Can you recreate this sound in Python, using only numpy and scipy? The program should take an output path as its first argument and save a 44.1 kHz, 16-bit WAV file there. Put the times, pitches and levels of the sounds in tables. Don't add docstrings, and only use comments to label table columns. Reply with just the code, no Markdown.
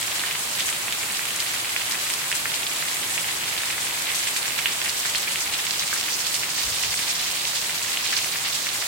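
import sys
import numpy as np
from scipy import signal
from scipy.fft import rfft, irfft
from scipy.io import wavfile

SR = 44100
rng = np.random.default_rng(int(sys.argv[2]) if len(sys.argv) > 2 else 0)


def waveform_to_disk(signal):
    frames = np.transpose(np.atleast_2d(signal))
    scaled = np.clip(frames, -1, 1) * 32767
    samples = np.round(scaled).astype(np.int16)
    wavfile.write(sys.argv[1], SR, samples)


N = 391166
HZ = np.maximum(np.arange(N // 2 + 1) * SR / N, 1)
SPLAT_HZ = 4860

# t/s, body level/dB, body f/Hz, splat level/dB,
# scattered drops against the body/dB, left minus right/dB
SLAP_CUES = [(0.0289, -14, 2770, -20, -21, -4), (0.0814, -16.5, 2380, -32, -23, -6),
             (0.118, -14, 2830, -32, -23, 0), (0.1278, -18, 3230, -32, -23, -2),
             (0.1949, -13.5, 3330, -20, -15, -5), (0.2046, -16, 3150, -32, -23, -2),
             (0.2372, -14.5, 1710, -25, -13, -2), (0.2845, -17, 2750, -31, -23, -4),
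             (0.3113, -12.0, 2830, -25, -11, -1), (0.5867, -13.5, 3290, -18, -19, -1),
             (0.5974, -17, 2280, -25, -16, -1), (0.6068, -9.5, 3270, -14, -18, -5),
             (0.691, -15.5, 2530, -17, -16, 0), (0.728, -13, 2910, -21, -16, -1),
             (0.8825, -14.5, 2100, -26, -19, -3), (0.9249, -12, 2880, -17, -11, -3),
             (1.0351, -17, 2170, -32, -15, -2), (1.088, -19, 2100, -32, -22, -5),
             (1.1372, -18, 3290, -32, -17, -6), (1.1709, -30.5, 3280, -9, -23, -2),
             (1.194, -13.5, 2170, -32, -19, -5), (1.2553, -17, 2860, -31, -23, -4),
             (1.2864, -18, 2920, -32, -20, -6), (1.307, -16, 2970, -21, -21, -4),
             (1.4036, -15, 3400, -9, -14, -3), (1.5414, -15.5, 2060, -28, -12, -3),
             (1.6468, -14.5, 2310, -32, -23, -2), (1.6561, -18, 2910, -20, -17, 2),
             (1.6936, -14, 2670, -32, -23, -4), (1.7635, -5.5, 2400, -31, -18, -3),
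             (1.8153, -18, 2660, -32, -23, -5), (1.8188, -14.0, 2760, -32, -14, -4),
             (1.911, -19, 2320, -11, -15, 2), (1.931, -19, 1860, -20, -13, -2),
             (1.9455, -16, 2200, -26, -20, 2), (1.9546, -15.5, 2500, -32, -23, -2),
             (2.1018, -12, 2660, -26, -24, -6), (2.1312, -30.0, 3740, -13, -23, 1),
             (2.2417, -20, 2200, -32, -22, -3), (2.316, -10.5, 2100, -11, -16, -3),
             (2.3271, -8, 2660, -15, -16, -1), (2.3337, -22, 2470, -32, -23, 1),
             (2.4565, -9.5, 1960, -26, -17, -1), (2.5187, -17, 2570, -32, -19, -5),
             (2.5383, -15, 2550, -24, -11, 3), (2.543, -21, 3040, -8, -23, -2),
             (2.6258, -17, 3250, -21, -14, -2), (2.6322, -12.5, 3140, -31, -21, -1),
             (2.6672, -12, 3380, -17, -15, -3), (2.7153, -15.0, 2900, -32, -14, -5),
             (2.8261, -16, 1930, -32, -15, -1), (2.8853, -11.5, 2800, -32, -23, -4),
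             (2.97, -17, 2440, -19, -23, -6), (3.0332, -14.5, 2990, -29, -23, -5),
             (3.1193, -20, 2280, -24, -21, -3), (3.179, -8.5, 2520, -32, -16, -1),
             (3.2443, -14, 2410, -32, -20, -3), (3.5659, -18, 2950, -32, -23, -3),
             (3.5783, -14, 2950, -17, -23, -4), (3.5819, -15, 3390, -25, -14, -7),
             (3.6191, -16, 3360, -27, -23, -5), (3.6352, -15, 2070, -32, -23, -2),
             (3.7048, -14.5, 2170, -32, -16, -3), (3.7809, -16, 2020, -32, -16, 2),
             (3.8692, -16, 2020, -31, -23, -4), (4.0687, -14, 3340, -32, -21, -5),
             (4.0716, -19, 2880, -32, -23, -5), (4.0896, -17, 2170, -32, -13, 0),
             (4.1, -17, 2690, -32, -11, -2), (4.1174, -13.5, 2980, -32, -23, -5),
             (4.1474, -16, 2850, -11, -23, 2), (4.196, -21, 2570, -29, -23, 0),
             (4.2679, -18, 3090, -32, -12, -4), (4.2731, -12, 2510, -32, -14, -3),
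             (4.282, -15.5, 2500, -28, -19, -2), (4.3638, -14, 2230, -32, -23, -6),
             (4.3736, -20, 2630, -17, -23, -6), (4.3796, -20, 2090, -27, -12, -2),
             (4.4297, -19, 3100, -19, -23, -7), (4.4563, -15.5, 2570, -32, -23, -1),
             (4.4807, -13, 2280, -32, -23, -2), (4.5073, -15.5, 2540, -24, -23, -4),
             (4.52, -17, 2500, -24, -23, -4), (4.5794, -18, 3130, -27, -12, -3),
             (4.5896, -8.5, 2240, -24, -16, -3), (4.5927, -13.5, 2320, -21, -12, -1),
             (4.6251, -22, 2880, -19, -23, -8), (4.6584, -2.5, 2600, -32, -14, -3),
             (4.6729, -17, 2570, -30, -14, 2), (4.8164, -12, 2410, -11, -12, -2),
             (4.8637, -15, 2180, -27, -14, -3), (4.88, -15, 2210, -32, -15, 0),
             (4.895, -18, 3780, -10, -23, -4), (5.0535, -13, 1880, -32, -14, -1),
             (5.1492, -10, 2380, -32, -12, 0), (5.156, -10, 3760, -7, -18, 0),
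             (5.1593, -12.0, 3430, -21, -23, 4), (5.23, -17, 2560, -32, -23, -1),
             (5.2761, -15.5, 2170, -32, -6, 1), (5.3271, -17, 3460, -17, -12, -1),
             (5.3585, -9, 2440, -24, -21, -2), (5.5385, -14, 2720, -21, -15, 3),
             (5.5902, -17, 2640, -20, -14, 1), (5.6677, -12, 3170, -30, -23, -1),
             (5.709, -13, 3260, -7, -18, -2), (5.7957, -17, 3290, -7.5, -23, 1),
             (5.8235, -18, 2170, -32, -14, 2), (5.9294, -13, 1630, -27, -12, 3),
             (5.9633, -14, 1820, -24, -22, 3), (6.0116, -14.5, 2910, -15, -16, 1),
             (6.03, -14, 3070, -32, -23, -3), (6.0393, -13, 3310, -19, -16, -2),
             (6.0834, -14, 2120, -32, -14, 2), (6.0877, -14, 2580, -17, -14, -2),
             (6.2677, -19.5, 2310, -12, -23, 3), (6.3431, -13.0, 2960, -21, -18, 2),
             (6.4344, -10, 2340, -21, -14, 1), (6.6167, -30.5, 3350, -15, -23, 2),
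             (6.8362, -10, 2670, -29, -13, 1), (6.9424, -12, 2260, -32, -23, 3),
             (6.9919, -14, 2260, -14, -9, 0), (7.0244, -16.0, 3340, -26, -12, 0),
             (7.2636, -15.5, 2780, -32, -12, 1), (7.3133, -17.0, 2810, -21, -23, -3),
             (7.4535, -12.0, 3060, -15, -23, 0), (7.5722, -17.0, 3280, -32, -14, -6),
             (7.616, -22, 2890, -27, -15, 2), (7.6605, -21, 3070, -32, -17, 0),
             (7.6963, -14.5, 2040, -32, -12, 0), (7.973, -8.5, 2780, -34, -18, 2),
             (8.0752, -23.5, 3880, -13, -14, -7), (8.1056, -16.0, 2760, -16, -14, 1),
             (8.1288, -15, 1800, -21, -15, 6), (8.1322, -15, 2240, -25, -16, 4),
             (8.1405, -16.0, 2000, -32, -8, -1), (8.1675, -17.5, 3600, -10, -20, -8),
             (8.171, -24.0, 2950, -13, -14, -5), (8.1887, -14.0, 2830, -13, -14, 0),
             (8.2447, -12, 2440, -21, -23, 4), (8.359, -15, 2240, -32, -12, 2),
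             (8.421, -23, 1970, -32, -12, 6), (8.6688, -10.5, 2180, -32, -19, 0),
             (8.6892, -14, 3230, -32, -14, -3), (8.7573, -16.0, 2030, -32, -23, 4),
             (8.8244, -14.5, 1860, -27, -14, 5)]
# t/s, patter level/dB, spray level/dB
RUNOFF_LEVELS = [(0.0, -36.5, -32), (0.26, -33.5, -33), (0.44, -44, -32.5), (0.6, -35, -28.5),
                 (0.82, -37, -34), (1.4, -34.5, -32.5), (1.72, -34.5, -32.5), (2.52, -36, -32.5),
                 (3.25, -36.5, -31), (3.42, -34.5, -33.5), (4.2, -34.5, -31.5), (4.55, -34.5, -33),
                 (5.03, -37, -31.5), (5.75, -32.5, -32), (6.2, -36.5, -31.5), (7.1, -34.5, -29.5),
                 (7.9, -33.5, -31.5), (8.2, -33, -31), (8.87, -35, -31)]
# f/Hz, level/dB
PATTER_EQ = [(400, -33), (1000, -1.5), (1500, -1.5), (2000, 7), (3000, 4.5), (4200, 1), (6000, -8),
             (16000, -38)]
# f/Hz, level/dB
SPRAY_EQ = [(1000, -22), (3000, 8.5), (4500, 9), (5800, 8), (8200, 9.5), (10500, 2), (13000, 0.5),
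            (16000, -15)]
# t/s, patter level/dB, spray level/dB
SPLASH_CUES = [(0.345, -28.5, -42), (0.588, -44, -28), (0.679, -29, -32), (1.394, -44, -27),
               (1.533, -44, -31), (1.8, -36, -42), (1.854, -38, -33), (1.909, -44, -28), (2.13, -44, -27),
               (2.347, -40, -26), (2.542, -47, -27.5), (2.722, -44, -34), (3.141, -34, -30),
               (3.189, -44, -31), (3.279, -28.5, -42), (3.519, -30, -44), (3.65, -31, -31),
               (4.147, -40, -24.5), (4.186, -44, -32), (4.269, -33, -29), (4.36, -37, -26.5),
               (4.579, -39, -30), (4.678, -29, -42), (4.844, -28, -31), (4.882, -44, -30),
               (4.973, -44, -31), (5.048, -28, -44), (5.089, -44, -29), (5.155, -44, -32), (5.52, -35, -31),
               (5.579, -31, -32), (5.794, -44, -28.5), (5.931, -42, -31), (6.26, -44, -28),
               (6.339, -51, -26), (6.392, -44, -33), (6.575, -29, -32), (6.648, -38, -29),
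               (7.072, -30, -34), (7.197, -33, -35), (7.283, -29.5, -42), (7.466, -38, -29),
               (7.613, -44, -31), (8.044, -30, -29), (8.122, -30, -34), (8.168, -28, -28),
               (8.447, -27, -43), (8.546, -40, -28)]
# t/s, level/dB, f/Hz
TICK_CUES = [(0.0128, -6, 8760), (0.0741, -6, 8410), (0.1552, -8, 7190), (0.2038, -13, 9500),
             (0.3269, -9, 8050), (0.701, -7, 9220), (0.9247, -7, 7530), (1.1214, -7, 9150),
             (1.2552, -9, 8300), (1.3619, -5, 8070), (1.4408, -11, 7440), (1.615, -11, 7730),
             (2.0979, -17, 8600), (2.1418, -9, 8720), (2.3662, -7, 8400), (2.7335, -10, 9400),
             (2.9693, -8, 7340), (3.2102, -11, 7800), (4.1475, -18, 6210), (4.3102, -9, 9610),
             (4.3732, -9, 8870), (4.4295, -9, 10270), (5.0014, -7, 7510), (5.182, -3, 8200),
             (5.3024, -13, 8580), (5.5377, -10, 7930), (5.651, -9, 7680), (6.0116, -10, 7470),
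             (6.2675, -18, 6620), (6.3431, -7, 10010), (6.6167, -17, 6770), (8.1767, -25, 7740),
             (8.5458, -11, 7060)]
# t/s, level/dB, starting f/Hz
BUBBLE_CUES = [(0.238, -27, 1780), (2.4565, -26, 2030), (3.78, -26, 2000), (5.054, -26, 1710),
               (5.156, -20, 4220), (5.930, -24, 1550), (8.1320, -22, 1690)]
# t/s, level/dB
DOWNPOUR_LEVELS = [(0, -31.5), (4.4, -31.5), (8.87, -32.3)]
# f/Hz, level/dB
DOWNPOUR_EQ = [(25, -38), (38, -31), (52, -10), (80, -6), (140, -2), (230, -5.5), (330, -3.5), (480, -4.5),
               (600, -2.85), (1000, -0.5), (1400, -2), (2200, -0.3), (4200, -3), (5800, -6.5), (8000, -1.5),
               (11000, -8), (16000, -11.5)]
# f/Hz, left-right correlation (1 is mono)
DOWNPOUR_CORRELATION = [(30, .55), (70, .8), (160, .93), (350, .88), (650, .6), (900, .25), (1400, -.1),
                        (2500, .03), (16000, 0)]
# t/s, level/dB, width/s
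PUFF_CUES = [(6.69, -43, 0.037), (6.90, -46, 0.036)]
# f/Hz, left minus right/dB
PORT_BALANCE = [(400, 0), (1200, -0.5), (2500, -2), (4000, -1.5), (5700, 0.5), (7800, 1.5), (9000, 1),
                (10400, -7.5), (13000, -4.5), (15500, -7.5)]
# f/Hz, level/dB
BRIGHT_EQ = [(1000, -.4), (2000, -2.5), (3300, 0.5), (4700, 4.4), (6000, 4.4), (8000, 0), (9500, -.3),
             (11300, -3.3), (13000, 0), (15500, 3)]
# t/s, share from 0 to 1
BRIGHT_FADE = [(3.8, 0), (5.0, 0.31), (5.6, 0.27), (5.75, 1), (8.87, 0.94)]


def near_slaps(trim_db=-0.46, splat_trim_db=-2.5):
    out = np.zeros((2, N))
    for s, body_db, hz, splat_db, scatter_db, pan_db in SLAP_CUES:
        body = slap(body_db + trim_db, hz, pan_db, scatter_db, cycles=0.63)
        splat = slap(splat_db + splat_trim_db, SPLAT_HZ, pan_db, scatter_db=-23, cycles=0.81)
        add(out, body, s - 1 / hz)
        add(out, splat, s - 1 / SPLAT_HZ)
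    return out


def small_slaps(flow_db, count=640, level_db=-26, spread_db=1.9, body_hz=2750, follow=0.55, splat_db=-8.5):
    out = np.zeros((2, N))
    for when, rarity, pitch, pan_db in rng.uniform([0, .12, -2, -4], [1, 1, 2, 4], (count, 4)):
        at = int(when * N)
        db = follow * flow_db[at] + level_db - spread_db * np.log(rarity)
        transpose = 2 ** (0.27 * pitch)
        add(out, slap(db, body_hz * transpose, pan_db), at / SR)
        add(out, slap(db + splat_db, SPLAT_HZ * transpose, pan_db), at / SR)
    return out


def slap(db, hz, pan_db, scatter_db=-20, cycles=0.57, scatter_s=0.016):
    t = np.arange(SR // 16) / SR
    smack, drop = pulse(hz, cycles), pulse(hz * 1.06, cycles=0.68)
    tail = from_db(scatter_db) * np.exp(-t / scatter_s) * (t > 1.5 / hz)
    shower = droplets((2, len(t)), grain_db=5) * tail
    sound = signal.fftconvolve(shower, drop[None]) / np.sqrt(2 * np.sum(drop ** 2))
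    for port, lag in zip(sound, rng.integers(0, 8, 2)):
        port[lag:lag + len(smack)] += smack
    return sound * from_db(db + np.array([[pan_db / 2], [-pan_db / 2]]))


def pulse(hz, cycles):
    turns = np.arange(int(3 * SR / hz)) * hz / SR - 1
    envelope = np.exp(-.5 * (turns / cycles) ** 2) * np.minimum(4 * (turns + 1), 1)
    return envelope * np.cos(2 * np.pi * (turns + rng.random()))


def patter(level_db, per_s=520, bands=8):
    clumps = bursts(per_s=130, spread_db=2.5, decay_s=0.01, rise_s=0.001)
    out = 0
    for hz in np.geomspace(1200, 6000, bands):
        lands = rng.random(N) < per_s / bands / SR * clumps
        out += resonate(at_ports(lands, lag_samples=24), hz, width=1.38)
    return from_db(level_db) * rms_one(colour(out, over_hz(PATTER_EQ)))


def spray(level_db, shared=0.4, bands=4):
    together = bursts(per_s=200, spread_db=4, decay_s=0.005, rise_s=0.001)
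    centres_hz = np.geomspace(3800, 13500, bands)
    out = 0
    for share, spread_db in zip(np.eye(bands), np.linspace(3.5, 7.5, bands)):
        band_db = 10 * np.log10(over_hz(np.c_[centres_hz, share]) + 1e-6)
        envelope = shared * together + bursts(per_s=85, spread_db=spread_db, decay_s=0.0087, rise_s=0.0052)
        out += colour(droplets((2, N), grain_db=6) * envelope, over_hz(SPRAY_EQ) + band_db)
    return from_db(level_db) * rms_one(out)


def runoff():
    patter_db, spray_db = in_time(RUNOFF_LEVELS)
    return patter_db - 0.2 * waver(rate_hz=31), spray_db + 1.3 * waver(rate_hz=13)


def splashes(rise_s=0.004, decay_s=0.019, spray_trim_db=0.5, drops_per_s=800):
    t, envelopes = np.arange(SR // 10) / SR, np.zeros((2, N))
    swell = (1 - np.exp(-t / rise_s)) * np.exp(-t / decay_s)
    for s, patter_db, spray_db in SPLASH_CUES:
        add(envelopes, from_db([[patter_db], [spray_db + spray_trim_db]]) * swell / swell.max(), s)
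    lands = rng.random(N) < drops_per_s / SR
    drops = lands * rng.choice([-1, 1], N) * drop_sizes(spread_db=1.5)
    coarse = rms_one(colour(at_ports(drops), over_hz(PATTER_EQ)))
    fine = rms_one(colour(droplets((2, N), grain_db=8.5), over_hz(SPRAY_EQ)))
    return envelopes[0] * coarse + envelopes[1] * fine


def near_ticks(trim_db=-6.5, width=1.21, mist_db=-20, mist_s=0.003):
    t, out = np.arange(SR // 50) / SR, np.zeros((2, N))
    for s, db, hz in TICK_CUES:
        force = droplets((2, len(t)), grain_db=2.8) * from_db(mist_db) * np.exp(-t / mist_s)
        force[[0, 1], rng.integers(0, 3, size=2)] += 1
        click_peak = np.abs(resonate(t == 0, hz, width)).max()
        add(out, from_db(db + trim_db) * resonate(force, hz, width) / click_peak, s)
    return out


def small_ticks(per_s=110, level_db=-15.5, tilt_db_per_octave=2.5, bands=7):
    pitches, out = np.geomspace(4500, 11000, bands), 0
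    for hz in pitches:
        lands = rng.random(N) < per_s / bands / SR
        band_db = level_db + tilt_db_per_octave * np.log2(hz / pitches[0])
        clicks = lands * from_db(band_db) * drop_sizes(spread_db=5)
        out += resonate(at_ports(clicks), hz, width=1.1)
    return out


def bubbles(decay_s=0.0072, rise_per_s=3.0):
    t, out = np.arange(SR // 20) / SR, np.zeros((2, N))
    for s, db, hz in BUBBLE_CUES:
        ring = np.sin(2 * np.pi * hz * (t + rise_per_s * t ** 2 / 2)) * np.exp(-t / decay_s)
        add(out, from_db(db) * np.array([ring, ring]), s)
    return out


def downpour():
    alike, eq_db = over_hz(DOWNPOUR_CORRELATION), over_hz(DOWNPOUR_EQ)
    mid = colour(rng.standard_normal(N), eq_db)
    side = colour(rng.standard_normal(N), eq_db + 10 * np.log10((1 - alike) / (1 + alike)))
    return from_db(in_time(DOWNPOUR_LEVELS)[0]) * (mid + side * [[1], [-1]]) / np.std(mid)


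def wind(band_hz=(46, 100), shared=0.98):
    t = np.arange(N) / SR
    low_band = signal.butter(2, band_hz, "band", fs=SR, output="sos")
    rumble = signal.sosfilt(low_band, rng.standard_normal((3, N)))
    envelope = sum(from_db(db) * np.exp(-.5 * ((t - s) / width_s) ** 2) for s, db, width_s in PUFF_CUES)
    return envelope * rms_one(rumble[:2] + shared * rumble[2])


def droplets(shape, grain_db):
    noise = rng.standard_normal(shape)
    return rms_one(noise * from_db(grain_db * np.clip(rng.standard_normal(shape), -3, 3)))


def drop_sizes(spread_db):
    return from_db(spread_db * np.clip(rng.standard_normal(N), -2, 2))


def bursts(per_s, spread_db, decay_s, rise_s):
    starts = rng.random(N) < per_s / SR
    power = starts * drop_sizes(spread_db) ** 2
    for lag_s in (rise_s, decay_s):
        keep = np.exp(-1 / (lag_s * SR))
        power, _ = signal.lfilter([1 - keep], [1, -keep], power, zi=[power.mean()])
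    return rms_one(np.sqrt(power))


def waver(rate_hz, step=100):
    lowpass = signal.butter(2, rate_hz, fs=SR / step, output="sos")
    slow = signal.sosfilt(lowpass, rng.standard_normal(N // step + 1002))[1000:]
    return np.interp(np.arange(N) / step, np.arange(len(slow)), rms_one(slow - slow.mean()))


def at_ports(clicks, lag_samples=14):
    at, out = np.flatnonzero(clicks), np.zeros((2, N)) + 1e-18
    for port in out:
        arrival = np.clip(at + rng.integers(0, lag_samples, len(at)), 0, N - 1)
        port[arrival] += clicks[at] * from_db(2 * rng.standard_normal(len(at)))
    return out


def resonate(clicks, hz, width):
    return signal.sosfilt(signal.butter(2, [hz / width, hz * width], "band", fs=SR, output="sos"), clicks)


def from_db(db):
    return 10 ** (np.asarray(db) / 20)


def rms_one(x):
    return x / np.sqrt(np.mean(x ** 2) + 1e-20)


def in_time(rows):
    s, *columns = np.transpose(rows)
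    return [np.interp(np.arange(N) / SR, s, c) for c in columns]


def over_hz(points):
    hz, value = np.transpose(points)
    return np.interp(np.log(HZ), np.log(hz), value)


def colour(x, db):
    return irfft(rfft(x) * from_db(db), N)


def add(out, sound, s):
    start = int(np.clip(s * SR, 0, N - 1))
    out[:, start:start + sound.shape[1]] += sound[:, :N - start]


def scene():
    patter_db, spray_db = runoff()
    slaps = near_slaps() + small_slaps(patter_db - patter_db.mean())
    texture = patter(patter_db) + spray(spray_db) + splashes()
    details = near_ticks() + small_ticks() + bubbles()
    return slaps + texture + details + downpour() + wind()


def record(dry):
    left, right = colour(dry, over_hz(PORT_BALANCE) / 2 * [[1], [-1]])
    share = in_time(BRIGHT_FADE)[0]
    right = (1 - share) * right + share * colour(right, over_hz(BRIGHT_EQ))
    high_cut = signal.ellip(12, .1, 80, 15900, fs=SR, output="sos")
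    return signal.sosfilt(high_cut, [left, right])


dry = scene()
out = record(dry)
waveform_to_disk(out)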